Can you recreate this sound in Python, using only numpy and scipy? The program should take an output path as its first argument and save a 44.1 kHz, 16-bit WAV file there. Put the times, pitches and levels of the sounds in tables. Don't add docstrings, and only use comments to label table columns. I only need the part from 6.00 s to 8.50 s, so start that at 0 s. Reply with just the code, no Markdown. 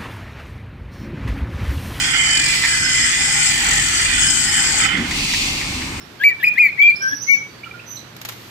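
import sys
import numpy as np
from scipy import signal
from scipy.fft import rfft, irfft
from scipy.io import wavfile
from scipy.ndimage import uniform_filter1d, minimum_filter1d

SR = 44100
rng = np.random.default_rng(int(sys.argv[2]) if len(sys.argv) > 2 else 0)


def wrap_up_sound(samples):
    columns = np.atleast_2d(samples).T
    tamed = np.clip(columns, -1, 1)
    steps = np.round(tamed * 32767).astype(np.int16)
    wavfile.write(sys.argv[1], SR, steps)


N = 110250

# time in seconds, pitch in Hz, level in dB.
SQUAWK_1 = [(0.201, 1595, -34.5), (0.215, 1644, -20), (0.234, 1764, -22.5), (0.239, 1992, -5),
            (0.243, 2357, -9.5), (0.26, 2311, -0.5), (0.282, 2313, 4.5), (0.295, 2302, -19),
            (0.307, 2370, -21)]
SQUAWK_2 = [(0.403, 1792, -33.5), (0.423, 1633, -35), (0.434, 1903, -15.5), (0.44, 2000, -12),
            (0.446, 2484, -3.5), (0.453, 2509, -18), (0.468, 2415, -15), (0.474, 2445, 1),
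            (0.495, 2453, -21.5)]
SQUAWK_3 = [(0.557, 1658, -39.5), (0.572, 1803, -27.5), (0.583, 2080, -8.5), (0.595, 2403, -12),
            (0.604, 2478, -1), (0.633, 2393, -11), (0.665, 2256, -6), (0.679, 2252, -21),
            (0.696, 2104, -22)]
SQUAWK_4 = [(0.777, 1977, -31), (0.793, 2232, -15), (0.802, 2267, -4.5), (0.818, 2317, -0.5),
            (0.851, 2388, -3.5), (0.876, 2387, -1), (0.893, 2356, 3.5), (0.91, 2310, -9),
            (0.917, 2170, -25.5)]
SQUAWK_5 = [(1.009, 1555, -34), (1.025, 1591, -21), (1.06, 1551, -15.5), (1.081, 1595, -14.5),
            (1.101, 1662, -33), (1.134, 1701, -16), (1.151, 1660, -33)]
SQUAWK_6 = [(1.27, 2114, -36.5), (1.287, 2187, -17), (1.301, 2236, -8.5), (1.325, 2252, -6.5),
            (1.344, 2253, -2.5), (1.364, 2252, -21), (1.378, 2278, -20.5)]
# distortion and rasp gain in dB, right-channel lag in seconds,
# pan in dB (always left minus right), yard send in relative dB.
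SQUAWK_TONES = [(8.5, .00007, 5.5, -3.5), (4.5, -.00007, 5.5, 6.5), (1.5, -.00003, 7.5, 3),
                (0.5, 0.011, 10.5, -3), (-10.5, .00026, 3, -3), (-0.5, -.00018, 12.5, 1.5)]
# frequency in Hz, left and right gain in dB.
OVERLOAD_SPECTRUM = [(3400, -32.5, -27.5), (5930, -51.5, -45), (7090, -60, -39), (9600, -45.5, -53),
                     (12200, -38, -52.5), (13700, -29, -48)]
# frequency in Hz, relative level in dB.
RASP_SPECTRUM = [(1000, -33), (2750, 7.5), (3500, -16.5), (8500, -26.5), (13500, -11.5)]
# start and length in seconds, top pitch and plunge depth in Hz, level in dB.
TRILL_NOTES = [(0.956, 0.022, 5330, 498, -29.5), (1.016, 0.027, 5815, 1840, -28.5),
               (1.076, .037, 5850, 1620, -26.5), (1.146, 0.042, 5870, 1930, -28.5),
               (1.21, .036, 6070, 2200, -26.5), (1.265, 0.051, 6110, 2720, -29.5),
               (1.327, 0.029, 6090, 1430, -26.5)]
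# start and length in seconds, first and last pitch in Hz, warble depth in Hz,
# level and pan in dB.
BUZZ_NOTES = [(0.881, 0.028, 4420, 4440, 300, -37.5, -8), (1.863, 0.106, 6060, 6035, 88.5, -36.5, -9.5)]
# start and length in seconds, first and last pitch in Hz, level in dB.
UNDERTONE_GLIDES = [(0.284, 0.05, 2105, 1820, -26), (0.608, .078, 2227, 1903, -20)]
RING_AND_CHIRPS = [(0.001, 0.033, 5530, 5330, -47), (0.819, 0.012, 3095, 3440, -24),
                   (0.837, 0.014, 3250, 3240, -46), (1.956, 0.0093, 6295, 5710, -31.5),
                   (1.969, 0.0094, 4330, 3780, -33)]
ECHO_AND_FAR_CHIRPS = [(1.479, 0.19, 4610, 4410, -51), (1.633, 0.012, 2210, 2470, -30.5),
                       (1.643, 0.0066, 2750, 2950, -35.5), (1.659, 0.023, 1413, 1300, -37.5),
                       (1.71, 0.0086, 2310, 2430, -32), (1.737, 0.028, 1430, 1410, -36.5),
                       (1.792, 0.012, 2345, 2770, -34)]
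# start and length in seconds (decay starts halfway), level in dB.
DRY_SNAPS = [(.538, .003, -37), (2.164, 0.004, -32), (2.214, 0.0064, -28.5), (2.2495, 0.0091, -23.5),
             (2.287, 0.016, -25), (2.321, .004, -34)]
# frequency in Hz, relative level in dB.
SNAP_SPECTRUM = [(300, -5), (700, -1), (2200, 4), (6500, -1.5), (9000, -11), (13500, -1.5)]
# length in seconds, first and last pitch in Hz, level in dB.
BUMP_GLIDE = (.035, 300.5, 265, -39.5)
# delay in seconds, left and right gain in dB.
REFLECTIONS = [(.0105, -22, -14), (.045, -25, -18)]
# frequency in Hz, relative density in dB.
AIR_SPECTRUM = [(25, -37), (55, -17), (118, -4.5), (330, -9.5), (709, -16), (1500, -14), (4500, -20.5),
                (10000, -36.5), (13500, -32)]
# frequency in Hz, left-right coherence from 0 to 1.
AIR_COHERENCE = [(150, 0.97), (700, 0.26), (4000, 0)]
# frequency in Hz, pan in dB.
AIR_PAN = [(500, 0.5), (5000, -8.5), (14000, 1.5)]
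# frequency in Hz, level before the swell in dB.
MOTOR_TONES = [(118.4, -57)]
# time in seconds, gain in dB.
MOTOR_SWELL = [(.9, -19.5), (1.6, 7)]

JITTER_DEPTH, JITTER_HZ = 0.0055, 358
BAND_LIMIT_HZ = 14400


def squawks(fade_s=0.0054, leap_hz_per_s=21000, rasp_db=-46.5):
    notes, edge, rasp_envelope = np.zeros((3, 2, N))
    thrown = np.zeros((1, N))
    curves = [SQUAWK_1, SQUAWK_2, SQUAWK_3, SQUAWK_4, SQUAWK_5, SQUAWK_6]
    for curve, (edge_db, lag_s, pan_db, send_db) in zip(curves, SQUAWK_TONES):
        t = np.arange(curve[0][0] - fade_s, curve[-1][0] + fade_s, 1 / SR)
        hz = uniform_filter1d(along(curve, t), size=120)
        level_db = along(curve, t, axis=2)
        gate = np.clip(np.minimum(t - t[0], t[-1] - t) / fade_s, 0, 1)
        phase = phase_of(hz) - 2 * np.pi * hz * np.array([[0], [lag_s]])
        note = np.sqrt(2) * gate * amp(level_db) * np.sin(phase)
        add(notes, t[0], pan(pan_db) * note)
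        add(thrown, t[0], amp(send_db) * note[:1])
        sag_db = 0.21 * np.minimum(level_db - np.percentile(level_db, 70), 0)
        leap = abs(np.gradient(hz)) * SR / leap_hz_per_s
        add(edge, t[0], gate * overload(hz, phase, edge_db, sag_db, leap))
        add(rasp_envelope, t[0], pan(0) * gate * amp(edge_db + 2 * sag_db) * (1 + 2 * np.sqrt(leap)))
    notes += undertones()
    rasp = coloured(rasp_envelope * rng.standard_normal((2, N)), RASP_SPECTRUM)
    return notes, edge + amp(rasp_db) * rasp, thrown


def overload(hz, phase, gain_db, sag_db, leap, flutter_db=3.5, flutter_hz=109, blur_rad=0.5):
    out = np.zeros_like(phase)
    for k in range(2, 9):
        colour = amp([across(OVERLOAD_SPECTRUM, k * hz, axis=side) for side in (1, 2)])
        colour *= k * hz < BAND_LIMIT_HZ
        level_db = gain_db + k * sag_db + flutter_db * wander(len(hz), flutter_hz)
        harmonic = np.sin(k * phase + blur_rad * wander(len(hz), JITTER_HZ))
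        out += amp(level_db) / np.sqrt(2 + leap) * colour * harmonic
    return out


def undertones():
    return glides(UNDERTONE_GLIDES, pan_db=0, octave_db=-36)


def trill(hook_hz=1190, hook_s=0.0035, plunge_s=0.0022, waver_depth_hz=45):
    out = np.zeros((2, N))
    for start_s, length_s, top_hz, plunge_hz, db in TRILL_NOTES:
        t = np.arange(0, length_s, 1 / SR)
        hz = top_hz - hook_hz * np.exp(-t / hook_s) - plunge_hz * np.exp((t - length_s) / plunge_s)
        hz += waver_depth_hz * wander(len(t), 210)
        add(out, start_s, peep(hz, db, pan_db=-11.5, octave_db=-22.5, taper=0.44))
    return out


def buzzes(warble_hz=114):
    out = np.zeros((2, N))
    for start_s, length_s, from_hz, to_hz, depth_hz, db, pan_db in BUZZ_NOTES:
        t = np.arange(0, length_s, 1 / SR)
        warble = np.sin(2 * np.pi * warble_hz * t + 2.5 * wander(len(t), 84))
        hz = np.linspace(from_hz, to_hz, len(t)) + depth_hz * warble
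        add(out, start_s, peep(hz, db, pan_db, octave_db=-10.5, taper=0.4))
    return out


def ring_and_chirps():
    return glides(RING_AND_CHIRPS, pan_db=-10.5, octave_db=-14)


def dry_snaps(rise_s=0.00086, fall_s=0.0049, grain_db=2, rustle_start_s=2.28, rustle_db=-44.5):
    t = np.arange(N) / SR
    envelope = amp(rustle_db) * (t > rustle_start_s)
    for start_s, length_s, db in DRY_SNAPS:
        attack = np.clip((t - start_s) / rise_s, 0, 1)
        decay = np.exp(-np.maximum(t - start_s - length_s / 2, 0) / fall_s)
        envelope += amp(db) * attack * decay
    roughness = unit(uniform_filter1d(rng.standard_normal(N), size=30))
    grain = unit(amp(grain_db * roughness))
    return coloured(envelope * grain * rng.standard_normal((2, N)), SNAP_SPECTRUM)


def echo_and_far_chirps(scatter_s=0.012):
    direct = glides(ECHO_AND_FAR_CHIRPS, pan_db=-6.5)
    t = np.arange(0, 10 * scatter_s, 1 / SR)
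    paths = rng.standard_normal((2, len(t))) * np.exp(-t / scatter_s)
    scattered = signal.fftconvolve(direct, paths / np.linalg.norm(paths[0]), axes=1)[:, :N]
    return direct + 0.57 * scattered


def bump(start_s=1.118):
    return glides([(start_s, *BUMP_GLIDE)], pan_db=-1)


def near_echoes(x):
    out = np.zeros((2, N))
    for delay_s, left_db, right_db in REFLECTIONS:
        add(out, delay_s, amp([[left_db], [right_db]]) * x)
    return out


def far_wall(x, delay_s=0.12, gain_db=-31, pan_db=-17.5):
    out = np.zeros((2, N))
    add(out, delay_s, amp(gain_db) * pan(pan_db) * x)
    return out


def yard_reverb(x, t60_s=0.35, taps_per_s=3000, predelay_s=0.004):
    t = np.arange(SR) / SR
    taps = rng.standard_normal((2, SR)) * (rng.random((2, SR)) < taps_per_s / SR)
    tail = taps * (t > predelay_s) * amp(-60 * t / t60_s)
    return signal.fftconvolve(x, tail / np.linalg.norm(tail, axis=1, keepdims=True), axes=1)[:, :N]


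def air(level_db=-41):
    hz = np.fft.rfftfreq(N, 1 / SR)
    left, independent = rfft(rng.standard_normal((2, N)))
    coherence = across(AIR_COHERENCE, hz)
    right = coherence * left + np.sqrt(1 - coherence ** 2) * independent
    spectrum = np.array([left, right]) * amp(across(AIR_SPECTRUM, hz)) * pan(across(AIR_PAN, hz))
    return amp(level_db) * unit(irfft(spectrum, N))


def motor_hum(drift_depth=0.028):
    t = np.arange(N) / SR
    speed = 1 + drift_depth * np.interp(t, np.linspace(0, t[-1], SR), wander(SR, 29))
    hum = sum(amp(db) * np.sin(2 * np.pi * np.cumsum(hz * speed) / SR) for hz, db in MOTOR_TONES)
    return np.sqrt(2) * amp(along(MOTOR_SWELL, t)) * hum


def glides(rows, pan_db, octave_db=-np.inf):
    out = np.zeros((2, N))
    for start_s, length_s, from_hz, to_hz, db in rows:
        hz = np.linspace(from_hz, to_hz, int(length_s * SR))
        add(out, start_s, peep(hz, db, pan_db, octave_db))
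    return out


def peep(hz, db, pan_db, octave_db, taper=0.51, octave_pan_db=13):
    phase = phase_of(hz)
    swell = np.sin(np.linspace(0, np.pi, len(hz))).clip(0) ** taper
    octave = amp(octave_db) * swell ** 2 * pan(octave_pan_db) * np.sin(2 * phase)
    return np.sqrt(2) * amp(db) * swell * (pan(pan_db) * np.sin(phase) + octave)


def phase_of(hz):
    return 2 * np.pi * np.cumsum(hz * (1 + JITTER_DEPTH * wander(len(hz), JITTER_HZ))) / SR


def wander(n, rate_hz):
    hz = np.fft.rfftfreq(SR, 1 / SR)
    return unit(irfft(rfft(rng.standard_normal(SR)) * np.exp(-(hz / rate_hz) ** 2)))[:n]


def coloured(x, spectrum):
    gain = unit(amp(across(spectrum, np.fft.rfftfreq(N, 1 / SR))))
    return irfft(rfft(x) * gain, N)


def amp(db):
    return 10 ** (np.asarray(db) / 20)


def unit(x):
    return x / np.sqrt(np.mean(x ** 2) + 1e-20)


def along(points, t, axis=1):
    rows = np.array(points, float)
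    return np.interp(t, rows[:, 0], rows[:, axis])


def across(points, hz, axis=1):
    rows = np.array(points, float)
    return np.interp(np.log(hz + 1), np.log(rows[:, 0] + 1), rows[:, axis])


def pan(db):
    half_db = np.atleast_1d(db) / 2
    gains = amp([half_db, -half_db])
    return gains / np.sqrt((gains ** 2).mean(0))


def add(mix, start_s, sound):
    part = mix[:, max(round(start_s * SR), 0):][:, :sound.shape[1]]
    part += sound[:, :part.shape[1]]


def scene():
    notes, edge, thrown = squawks()
    twitter = trill() + buzzes() + ring_and_chirps()
    snaps = dry_snaps()
    far = echo_and_far_chirps() + bump()
    near = notes + twitter + snaps
    send = amp(-17) * thrown + amp(-1) * twitter + amp(-8.5) * snaps + amp(-6) * far
    reflected = near_echoes(near) + far_wall(thrown) + yard_reverb(send)
    return near + edge + far + reflected + air() + motor_hum()


def record(dry, ceiling_db=-3.2, window_s=0.005):
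    size = int(window_s * SR)
    max_gain = np.minimum(amp(ceiling_db) / (abs(dry) + 1e-9), 1)
    gain = uniform_filter1d(minimum_filter1d(max_gain, size, axis=1), size, axis=1)
    lowpass = signal.firwin(301, BAND_LIMIT_HZ, window=("kaiser", 8), fs=SR)
    return signal.oaconvolve(dry * gain, lowpass[None], "same")


dry = scene()
out = record(dry)
wrap_up_sound(out)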